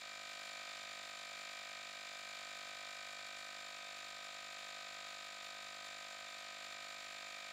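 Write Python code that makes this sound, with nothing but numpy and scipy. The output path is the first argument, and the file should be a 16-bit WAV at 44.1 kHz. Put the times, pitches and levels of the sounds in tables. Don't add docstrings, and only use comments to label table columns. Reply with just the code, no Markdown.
import sys
import numpy as np
from scipy import signal
from scipy.fft import rfft, irfft, next_fast_len
from scipy.io import wavfile
from scipy.ndimage import map_coordinates

SR = 44100
rng = np.random.default_rng(int(sys.argv[2]) if len(sys.argv) > 2 else 0)


def unload_audio(sound):
    columns = np.transpose(np.atleast_2d(sound))
    steps = np.round(np.clip(columns, -1, 1) * 32767)
    wavfile.write(sys.argv[1], SR, steps.astype(np.int16))


N = 331632
TIME = np.arange(N) / SR
SIZE = next_fast_len(N + 8192, real=True)
FREQ = np.maximum(np.arange(SIZE // 2 + 1) * SR / SIZE, 1e-3)
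MOTOR_PER_CRANK = 4.8


def undb(db):
    return 10 ** (np.asarray(db) / 20)


def filtered(x, response):
    return irfft(rfft(x, SIZE) * response, SIZE)[:N]


def resonance(hz, width_hz):
    return 1 / (1 + 1j * (FREQ ** 2 - hz ** 2) / (FREQ * width_hz))


def mode_sum(modes, flip):
    response = 0
    for k, (hz, width_hz, db) in enumerate(modes):
        response = response + flip ** k * undb(db) * resonance(hz, width_hz)
    return response


def soft(edge_hz):
    return 1 / np.sqrt(1 + (FREQ / edge_hz) ** 6)


def white():
    return rng.standard_normal(N) * np.sqrt(SR / 2)


def noise(points):
    hz, db = np.transpose(points)
    density_db = np.interp(np.log(FREQ), np.log(hz), db)
    return filtered(white(), undb(density_db))


def walk(knots_per_s):
    knots = rng.standard_normal(1024)
    return map_coordinates(knots, [TIME * knots_per_s], order=3, mode="wrap")


def clicks(times, sizes):
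    at = times[:, None] * SR
    index = np.floor(at).astype(int) + np.arange(-3, 5)
    shape = np.sinc(index - at) * np.sinc((index - at) / 4)
    inside = (index >= 0) & (index < N)
    return np.bincount(index[inside], (sizes[:, None] * shape)[inside], N)


# (frequency [Hz], density [dB per Hz])
FLOOR_SPECTRUM = [(30, -150), (200, -134), (430, -118), (620, -128), (950, -119), (1700, -130),
                  (2350, -114), (3500, -121), (5600, -133), (7100, -121), (10500, -129), (12000, -118),
                  (14000, -115), (15500, -123)]


def noise_floor():
    return np.array([noise(FLOOR_SPECTRUM), noise(FLOOR_SPECTRUM)])


def car_echo(tool, level_db=-24, delay_s=0.004, hz=2500, width_hz=2500):
    delay = np.exp(-2j * np.pi * FREQ * delay_s)
    return undb(level_db) * filtered(tool, resonance(hz, width_hz) * delay)


def ground(tool, bounce_db=-19, bounce_s=0.0039, drift_s=9e-5):
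    delay_s = bounce_s + drift_s * walk(0.79)
    bounced = filtered(tool, resonance(2300, 7500))
    return tool + undb(bounce_db) * map_coordinates(bounced, [(TIME - delay_s) * SR], order=3)


# (time [s], level [dB])
RING_LEVEL = [(0.0, -0.5), (0.85, 0.5), (1.1, -1.5), (1.4, 1.9), (2.1, 0), (3.3, 0.1), (4.7, -1.0),
              (6.1, -1.8), (7.52, 1.5)]


def slow_levels(tool, ring_hz=2370, ring_width_hz=350, treble_hz=2900, treble_fade_db_per_s=0.12, wander_db=0.2):
    ring_gain = undb(np.interp(TIME, *np.transpose(RING_LEVEL)))
    treble_gain = undb(treble_fade_db_per_s * (np.mean(TIME) - TIME))
    ring = filtered(tool, np.abs(resonance(ring_hz, ring_width_hz)) ** 2)
    treble = filtered(tool, 1 - 1 / (1 + (FREQ / treble_hz) ** 8))
    balanced = tool + (ring_gain - 1) * ring + (treble_gain - 1) * treble
    return undb(wander_db * walk(2.58)) * balanced


# (time [s], crank rate [Hz])
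CRANK_SPEED = [(0.0, 50.236), (0.8, 50.031), (1.9, 50.059), (2.2, 50.11), (3.4, 50.268), (3.8, 50.002),
               (7.52, 50.019)]


def crank(start_turn=0.013, hunt_turns=0.0052, wobble_turns=0.0001):
    mean_turns = start_turn + np.cumsum(np.interp(TIME, *np.transpose(CRANK_SPEED))) / SR
    turns = mean_turns + hunt_turns * walk(3)
    return turns + wobble_turns * np.sin(2 * np.pi * MOTOR_PER_CRANK * turns)


# (frequency [Hz], density [dB per Hz])
WHIRR_SPECTRUM = [(20, -122), (60, -109), (180, -110), (400, -114), (900, -109), (1500, -96), (2800, -96.5),
                  (3700, -98), (5400, -104), (7500, -107), (8300, -114), (11800, -123), (13800, -122),
                  (15500, -126)]


def whirr():
    return noise(WHIRR_SPECTRUM)


# (multiple of crank rate [1], level [dB rms])
SHAKE_ORDERS = [(1, -93), (2, -83.5), (3, -99), (4, -77.5), (5, -81.5), (6, -77), (7, -80.5), (8, -78.5),
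                (9, -79)]
# (multiple of motor rate [1], level [dB rms])
MOTOR_ORDERS = [(1, -102.5), (31.65, -72)]


def hum(turns, waver_db=0.4, whine_blur_rad=0.5):
    crank_angle = 2 * np.pi * turns
    shake = sum(undb(db) * np.cos(k * crank_angle) for k, db in SHAKE_ORDERS)
    whine_order = MOTOR_ORDERS[-1][0]
    motor_angle = MOTOR_PER_CRANK * crank_angle + whine_blur_rad * walk(45) / whine_order
    motor = sum(undb(db) * np.cos(k * motor_angle) for k, db in MOTOR_ORDERS)
    return np.sqrt(2) * (shake * undb(waver_db * walk(4.9)) + motor)


# (frequency [Hz], density [dB per Hz])
AIR_SPECTRUM = [(300, -126), (900, -116), (1250, -104), (2000, -106), (2400, -102), (2900, -106),
                (3800, -101), (5000, -106), (6150, -112), (7100, -105), (8300, -116), (10500, -119),
                (12000, -125), (15000, -126)]
# (frequency [Hz], width [Hz], density [dB per Hz])
PORT_MODES = [(7150, 81, -102), (8900, 630, -112), (9960, 140, -117), (12700, 270, -118),
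              (13900, 400, -118)]


def air(turns, flow_db=5, swing_db=3, peak_degrees=335, flutter_db=1.5):
    stroke_db = flow_db + swing_db * np.cos(2 * np.pi * turns - np.radians(peak_degrees))
    whistle = filtered(white(), mode_sum(PORT_MODES, 0.94))
    return (noise(AIR_SPECTRUM) + whistle) * undb(stroke_db + flutter_db * walk(40))


def strikes(turns, degrees, play_s, jitter_s, scatter_db):
    late, hard = rng.standard_normal((len(play_s), 2)).T
    times = np.interp(np.arange(len(play_s)) + degrees / 360, turns, TIME, left=-1, right=-1)
    return clicks(times + play_s + jitter_s * late, undb(scatter_db * hard))


def outlet(turns, play_s, degrees=240, chirp_db=-18.5, chirp_hz=4350, chirp_width_hz=300):
    opening = strikes(turns, degrees, play_s, jitter_s=1.5e-5, scatter_db=0.7)
    return undb(chirp_db) * filtered(opening, resonance(chirp_hz, chirp_width_hz) ** 2)


def gear_beat(turns, beat_db=-0.04):
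    return undb(beat_db * np.sin(2 * np.pi * MOTOR_PER_CRANK * turns))


def smeared(hz=1900, width_hz=900):
    return 1 - 2 * resonance(hz, width_hz)


# (frequency [Hz], width [Hz], level [dB])
CYLINDER_MODES = [(578.5, 14.4, -7.5), (676.2, 64, -5.5), (896, 640, -29), (1506, 14, -5)]


def cylinder(turns, play_s, knock_hz=3600):
    knock = strikes(turns, 0, play_s, jitter_s=1e-5, scatter_db=0.8)
    response = soft(knock_hz) * smeared() * mode_sum(CYLINDER_MODES, 0.88)
    return filtered(knock * gear_beat(turns), response)


# (crank angle [degrees], level [dB], contact centre [Hz], contact width [Hz])
TURN_BLOWS = [(22.46, -18, 3370, 2800), (73.58, -23, 430, 16000), (152.83, -4.5, 2350, 350),
              (208.35, -2, 2502, 230), (218.94, -13, 7250, 3100), (255.8, -13.5, 6130, 1300),
              (271.89, -9, 1600, 3080), (298.5, -4.5, 1440, 604), (319.3, -9.5, 820, 415),
              (339.1, -13.5, 2900, 1330)]
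# (frequency [Hz], width [Hz], level [dB])
HOUSING_MODES = [(983,122,-5.5), (1250.5,29.6,2.5), (1572,35,-6), (1831,56,-6.5), (1976,71,-9),
                 (2173,32,-2.5), (2367.3,52.5,-3), (2542.5,17,-5.5), (2703,120,-13.5), (3107,33,-5),
                 (3264,54,-7.5), (3587,19.5,7.5), (3580,228,-3), (3840,104,-5), (4230,92,-7.5),
                 (4686,93,-5.5), (4690,54,1), (4960,43,-11.5), (5230,190,-18.5), (5540,140,-21.5),
                 (6730,200,-11), (7180,187,-8), (6950,21,-23), (9000,160,-26), (1530,2100,-42),
                 (4460,1400,-8)]


def housing(turns, play_s, scrape=0.0053, scrape_s=0.0004, slap_hz=8300):
    scrape_tail = np.exp(-np.arange(512) / SR / scrape_s)
    force = 0
    for degrees, db, hz, width_hz in TURN_BLOWS:
        hits = strikes(turns, degrees, play_s, jitter_s=1.2e-5, scatter_db=0.55)
        scrape_envelope = signal.oaconvolve(hits, scrape_tail)[:N]
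        hits = hits + scrape * scrape_envelope * rng.standard_normal(N)
        force = force + undb(db) * rfft(hits, SIZE) * resonance(hz, width_hz)
    return irfft(force * soft(slap_hz) * mode_sum(HOUSING_MODES, -1.0009), SIZE)[:N]


def pump(turns, backlash_s=1.4e-5):
    play_s = backlash_s * rng.standard_normal(int(turns[-1]) + 2)
    blows = housing(turns, play_s) + cylinder(turns, play_s) + outlet(turns, play_s)
    return signal.sosfilt(signal.butter(2, 450, "high", fs=SR, output="sos"), blows)


def scene():
    turns = crank()
    tool = ground(slow_levels(pump(turns) + air(turns) + whirr())) + hum(turns)
    echo = car_echo(tool)
    left_gain, right_gain = undb([-0.14, 0.14])
    return np.array([left_gain * tool + echo, right_gain * tool - echo]) + noise_floor()


def record(dry, top_hz=15660):
    return signal.sosfilt(signal.ellip(12, 0.1, 80, top_hz, fs=SR, output="sos"), dry)


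dry = scene()
out = record(dry)
unload_audio(out)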